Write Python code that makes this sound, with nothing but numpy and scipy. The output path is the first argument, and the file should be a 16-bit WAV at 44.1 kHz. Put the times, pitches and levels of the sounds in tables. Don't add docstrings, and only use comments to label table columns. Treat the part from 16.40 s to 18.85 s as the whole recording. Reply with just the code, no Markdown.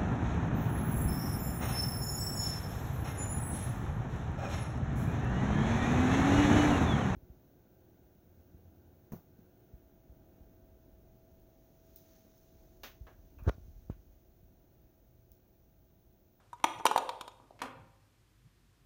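import sys
import numpy as np
from scipy import signal
from scipy.io import wavfile

SR = 44100
rng = np.random.default_rng(int(sys.argv[2]) if len(sys.argv) > 2 else 0)


def output_pcm(signal):
    pcm = np.clip(np.atleast_2d(signal).T, -1, 1) * 32767
    wavfile.write(sys.argv[1], SR, np.round(pcm).astype(np.int16))


N = 108045

COLOUR_HZ = [355, 990, 2080, 3720, 9100]
# start_s, level_db, bass_db, presence_db
KNOCKS = [(1.1916, -56.5, -14.5, 8.5), (1.2021, -57.5, 16, 8), (1.2174, -27.5, -4.5, -4.1),
          (1.2356, -44.5, 3.5, -5), (1.2571, -49, -8.5, 0.7)]
ROOM_BUILD_S = 0.0065


def from_db(db):
    return 10 ** (np.asarray(db) / 20)


def at_hz(points, hz):
    freqs, values = np.transpose(points)
    return np.interp(np.log(hz), np.log(freqs), values)


def attack(t, rise_s):
    return 1 - np.exp(-t / rise_s)


def decay(t, t60):
    return np.exp(-np.log(1000) * t / t60)


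def swells(rows):
    t = np.arange(N) / SR
    return sum(from_db(db) * np.exp(-.5 * ((t - peak_s) / width_s) ** 2) for peak_s, db, width_s in rows)


def add(track, start_s, sound):
    i = int(start_s * SR)
    track[i:i + len(sound)] += sound[:len(track) - i]


def bandpass(x, edges_hz):
    return signal.sosfilt(signal.butter(2, edges_hz, "band", fs=SR, output="sos"), x)


def noise_bands(size, run_in=4000):
    edges = np.geomspace(22, 17000, 30)
    white = rng.standard_normal((2, size + run_in))
    return [(np.sqrt(lo * hi), bandpass(white[k % 2], [lo, hi])[run_in:])
            for k, (lo, hi) in enumerate(zip(edges, edges[1:]))]


def noise_between(low_hz, high_hz):
    noise = bandpass(rng.standard_normal(2 * N), [low_hz, high_hz])[N:]
    return noise / noise.std()


def room_tone(level_db=-51.5):
    # freq_hz, density_db
    spectrum = [(25, -14), (50, 2.5), (80, -0.5), (115, 8.5), (170, -4.6), (300, -4), (550, -16),
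                (1200, -15), (3000, -19), (8000, -25), (15000, -29)]
    # pitch_hz, rms_db
    partials = [(49.3, -72), (99.8, -76)]
    t = np.arange(N) / SR
    air = sum(from_db(level_db + at_hz(spectrum, hz)) * band for hz, band in noise_bands(N))
    hum = sum(from_db(db) * np.sin(2 * np.pi * (hz * t + rng.random())) for hz, db in partials)
    return air + np.sqrt(2) * hum


def opening_tail():
    return from_db(-67) * decay(np.arange(N) / SR, t60=.58) * noise_between(low_hz=410, high_hz=1180)


def plastic_ring(t, shell_hz, shell_t60, ping_db, colour):
    # pitch_hz, level_db, base_t60_s
    toy_modes = [(355, -20.5, .026), (506, -23, 0.036), (730, -3.5, 0.0077), (1033.4, -15, 0.017),
                 (1236, -9, 0.0406), (1475, -7, 0.021), (2350, -16, .031), (2520, -36.5, 0.0092),
                 (3246, -10.5, 0.011), (3673, -17, .036), (4030, -29, 0.023), (6900, -24, 0.045),
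                 (8880, -15, 0.017)]
    shell_db, base_t60_s = 3, 0.032
    ping_hz, ping_spread = 5950, 0.016
    scatter_db, detune = 1.0, .008
    modes = [(shell_hz, shell_db, base_t60_s)] + toy_modes
    modes = [(hz, db + at_hz(colour, hz), t60) for hz, db, t60 in modes]
    modes += [(ping_hz * (1 + ping_spread * step), ping_db - 21, .027) for step in (-1, 0, 1)]
    stretch = shell_t60 / base_t60_s
    ring = np.zeros(len(t))
    for k, (hz, db, t60) in enumerate(modes):
        gain = (-1) ** k * from_db(db + scatter_db * rng.standard_normal())
        pitch_hz = hz * (1 + detune * rng.standard_normal())
        ring += gain * decay(t, t60 * stretch) * np.sin(2 * np.pi * pitch_hz * t)
    return ring * attack(t, rise_s=0.00072)


def wall_crack(t, bands, spectrum, colour):
    gain_db, hold_s = 2.8, 0.0022
    low_cut_hz = 129.9
    envelope = attack(t, rise_s=0.00015) * decay(np.maximum(t - hold_s, 0), t60=0.028)
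    burst = np.zeros(len(t))
    for hz, band in bands:
        gain = from_db(gain_db + at_hz(spectrum, hz) + at_hz(colour, hz))
        burst += gain / np.sqrt(1 + (low_cut_hz / hz) ** 2) * band
    return envelope * burst


def ball_clacks(size=5000, predelay_s=.0055):
    # start_s, level_db, shell_hz, bass_db, upper_mid_db, presence_db, treble_db,
    # ping_db, shell_t60_s, send_db
    contacts = [ (0.1302, -39.5, 969, -9, -9.5, -9, -4, -7, 0.061, -1.5),
                (0.1991, -53.5, 1030, 8, 6.5, -4, -1, .3, 0.028, 11),
                (0.2404, -16, 902, -4.5, 7, -1.3, 2, 8, 0.034, 0.4),
                (0.3981, -36.5, 950, 2, -6.5, -16, -13, 6, 0.022, -6),
                (0.4071, -38.5, 920, 9, -15, -22, -19, -5, .025, 2.5),
                (0.4537, -10.5, 909, -3, -12, -5.5, -1.5, -15, 0.022, -2.4),
                (0.4641, -20.5, 978, -5, 5, 9, 7, 14.5, 0.041, -0.5),
                (0.5121, -17, 885, -8, -10, -11, -9, -11.5, 0.034, -5.5),
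                (0.5605, -12.5, 877, -11.5, -17, -12.5, -10.5, -21, 0.014, 1.8),
                (0.5767, -20.5, 922, -10, -8, 3, 0.5, -0.5, 0.047, -1.5),
                (0.6911, -27.5, 955, -18, -1, 5, -4.5, -17, 0.037, -1),
                (0.8101, -34, 999, -1.5, -2, 8.5, 4.5, -4, 0.037, -2.1),
                (0.8781, -40.5, 987, -3.5, -4, 8.5, 1, -19, 0.05, -2.3),
                (0.9991, -52.5, 980, 8, -18, -25, -17, -14.5, 0.027, 9.7),
                (1.1072, -49, 790, 10, -30.5, -7.5, -14, -14.2, .0225, 3)]
    # freq_hz, density_db
    spectrum = [(120, -24), (300, 1.5), (900, 5), (1800, -7), (3500, -7.5), (5200, -18), (9000, -17.5),
                (15000, -25)]
    t, direct, send = np.arange(size) / SR, np.zeros(N), np.zeros(N)
    noise = noise_bands(N)
    for k, contact in enumerate(contacts):
        start_s, db, shell_hz, bass, upper_mid, presence, treble, ping_db, shell_t60, send_db = contact
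        colour = list(zip(COLOUR_HZ, [bass, 0, upper_mid, presence, treble]))
        bands = [(hz, band[k * size:(k + 1) * size]) for hz, band in noise]
        ring = plastic_ring(t, shell_hz, shell_t60, ping_db, colour)
        hit = from_db(db) * (ring + wall_crack(t, bands, spectrum, colour))
        add(direct, start_s, hit)
        add(send, start_s + predelay_s, from_db(send_db) * hit)
    return direct, send


def room_reverb(send, level_db=-33.5):
    # freq_hz, level_db
    spectrum = [(100, -9.5), (250, -2.3), (500, -1.53), (900, -9), (1600, -7.5), (2800, -5.5), (5500, -10),
                (10000, -10), (15000, -19)]
    # freq_hz, t60_s
    decay_times = [(120, 0.36), (500, 0.75), (1200, 0.67), (3000, 0.52), (6000, 0.48), (14000, 0.7)]
    t = np.arange(SR) / SR
    tail = sum(from_db(level_db + at_hz(spectrum, hz)) * decay(t, at_hz(decay_times, hz)) * band
               for hz, band in noise_bands(SR))
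    return signal.fftconvolve(send, tail * attack(t, ROOM_BUILD_S))[:N]


def scuffs(low_cut_hz=910):
    # peak_s, level_db, width_s
    rubs = [(0.1841, -70, .0028), (0.3921, -56, 0.0049), (0.9171, -66, 0.003)]
    # freq_hz, density_db
    spectrum = [(1000, -9.5), (2200, 13), (3400, 16), (4700, -29), (6000, 12), (7000, -14), (10000, -20.5),
                (15000, -15)]
    friction = sum(from_db(at_hz(spectrum, hz)) * band for hz, band in noise_bands(N) if hz > low_cut_hz)
    return swells(rubs) * friction / friction.std()


def body_thud(pitch_hz=319.9, size=5000):
    t, track = np.arange(size) / SR, np.zeros(N)
    envelope = from_db(-21) * attack(t, 1 / pitch_hz) * decay(t, t60=0.03)
    add(track, start_s=.2425, sound=envelope * np.sin(2 * np.pi * pitch_hz * t))
    return track


def low_bumps():
    # peak_s, level_db, width_s
    bumps = [(0.376, -56, 0.016), (1.161, -62, 0.01), (1.261, -68, 0.019), (1.401, -56.5, .058),
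             (2.066, -58.5, 0.015)]
    return swells(bumps) * noise_between(low_hz=82, high_hz=160)


def dull_knocks(size=9000, send_db=7, send_cutoff_hz=3100):
    # freq_hz, density_db
    spectrum = [(105, -17), (260, 9), (380, 0.5), (540, 12.5), (660, 6.5), (810, 8), (1050, 10), (1400, 5),
                (1900, 1), (2550, 4.9), (3300, -4), (4600, -8.5), (9200, -15), (14800, -25.5)]
    t, direct, early = np.arange(size) / SR, np.zeros(N), np.zeros(N)
    noise = noise_bands(N)
    splash = from_db(-6) * attack(t, rise_s=0.017) * decay(t, t60=0.21)
    for k, (start_s, db, bass, presence) in enumerate(KNOCKS):
        colour = list(zip(COLOUR_HZ, [bass, 0, presence, presence, 0]))
        bands = [(hz, band[k * size:(k + 1) * size]) for hz, band in noise]
        reflections = sum(from_db(at_hz(spectrum, hz) + at_hz(colour, hz)) * band for hz, band in bands)
        add(direct, start_s, from_db(db) * wall_crack(t, bands, spectrum, colour))
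        add(early, start_s, from_db(db) * splash * reflections)
    lowpass = signal.butter(2, send_cutoff_hz, fs=SR, output="sos")
    return direct + early, from_db(send_db) * signal.sosfilt(lowpass, direct)


def knock_ring():
    # pitch_hz, level_db, t60_s
    modes = [(256, -47.5, .6), (495, -63, 0.68), (539, -55, 0.97), (788, -52, 0.85)]
    t, track = np.arange(SR) / SR, np.zeros(N)
    ring = sum(from_db(db) * decay(t, t60) * np.sin(2 * np.pi * hz * t) for hz, db, t60 in modes)
    strongest_s = max(KNOCKS, key=lambda row: row[1])[0]
    add(track, strongest_s, ring * attack(t, ROOM_BUILD_S))
    return track


def scene():
    bed = room_tone() + scuffs() + opening_tail() + low_bumps()
    ball, ball_send = ball_clacks()
    thud = body_thud()
    knock, knock_send = dull_knocks()
    reverb = room_reverb(ball_send + thud + knock_send)
    return (bed + ball + thud + knock + knock_ring() + reverb)[None]


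def record(dry, cutoff_hz=15250):
    return signal.sosfilt(signal.ellip(10, .3, 70, cutoff_hz, fs=SR, output="sos"), dry)


dry = scene()
out = record(dry)
output_pcm(out)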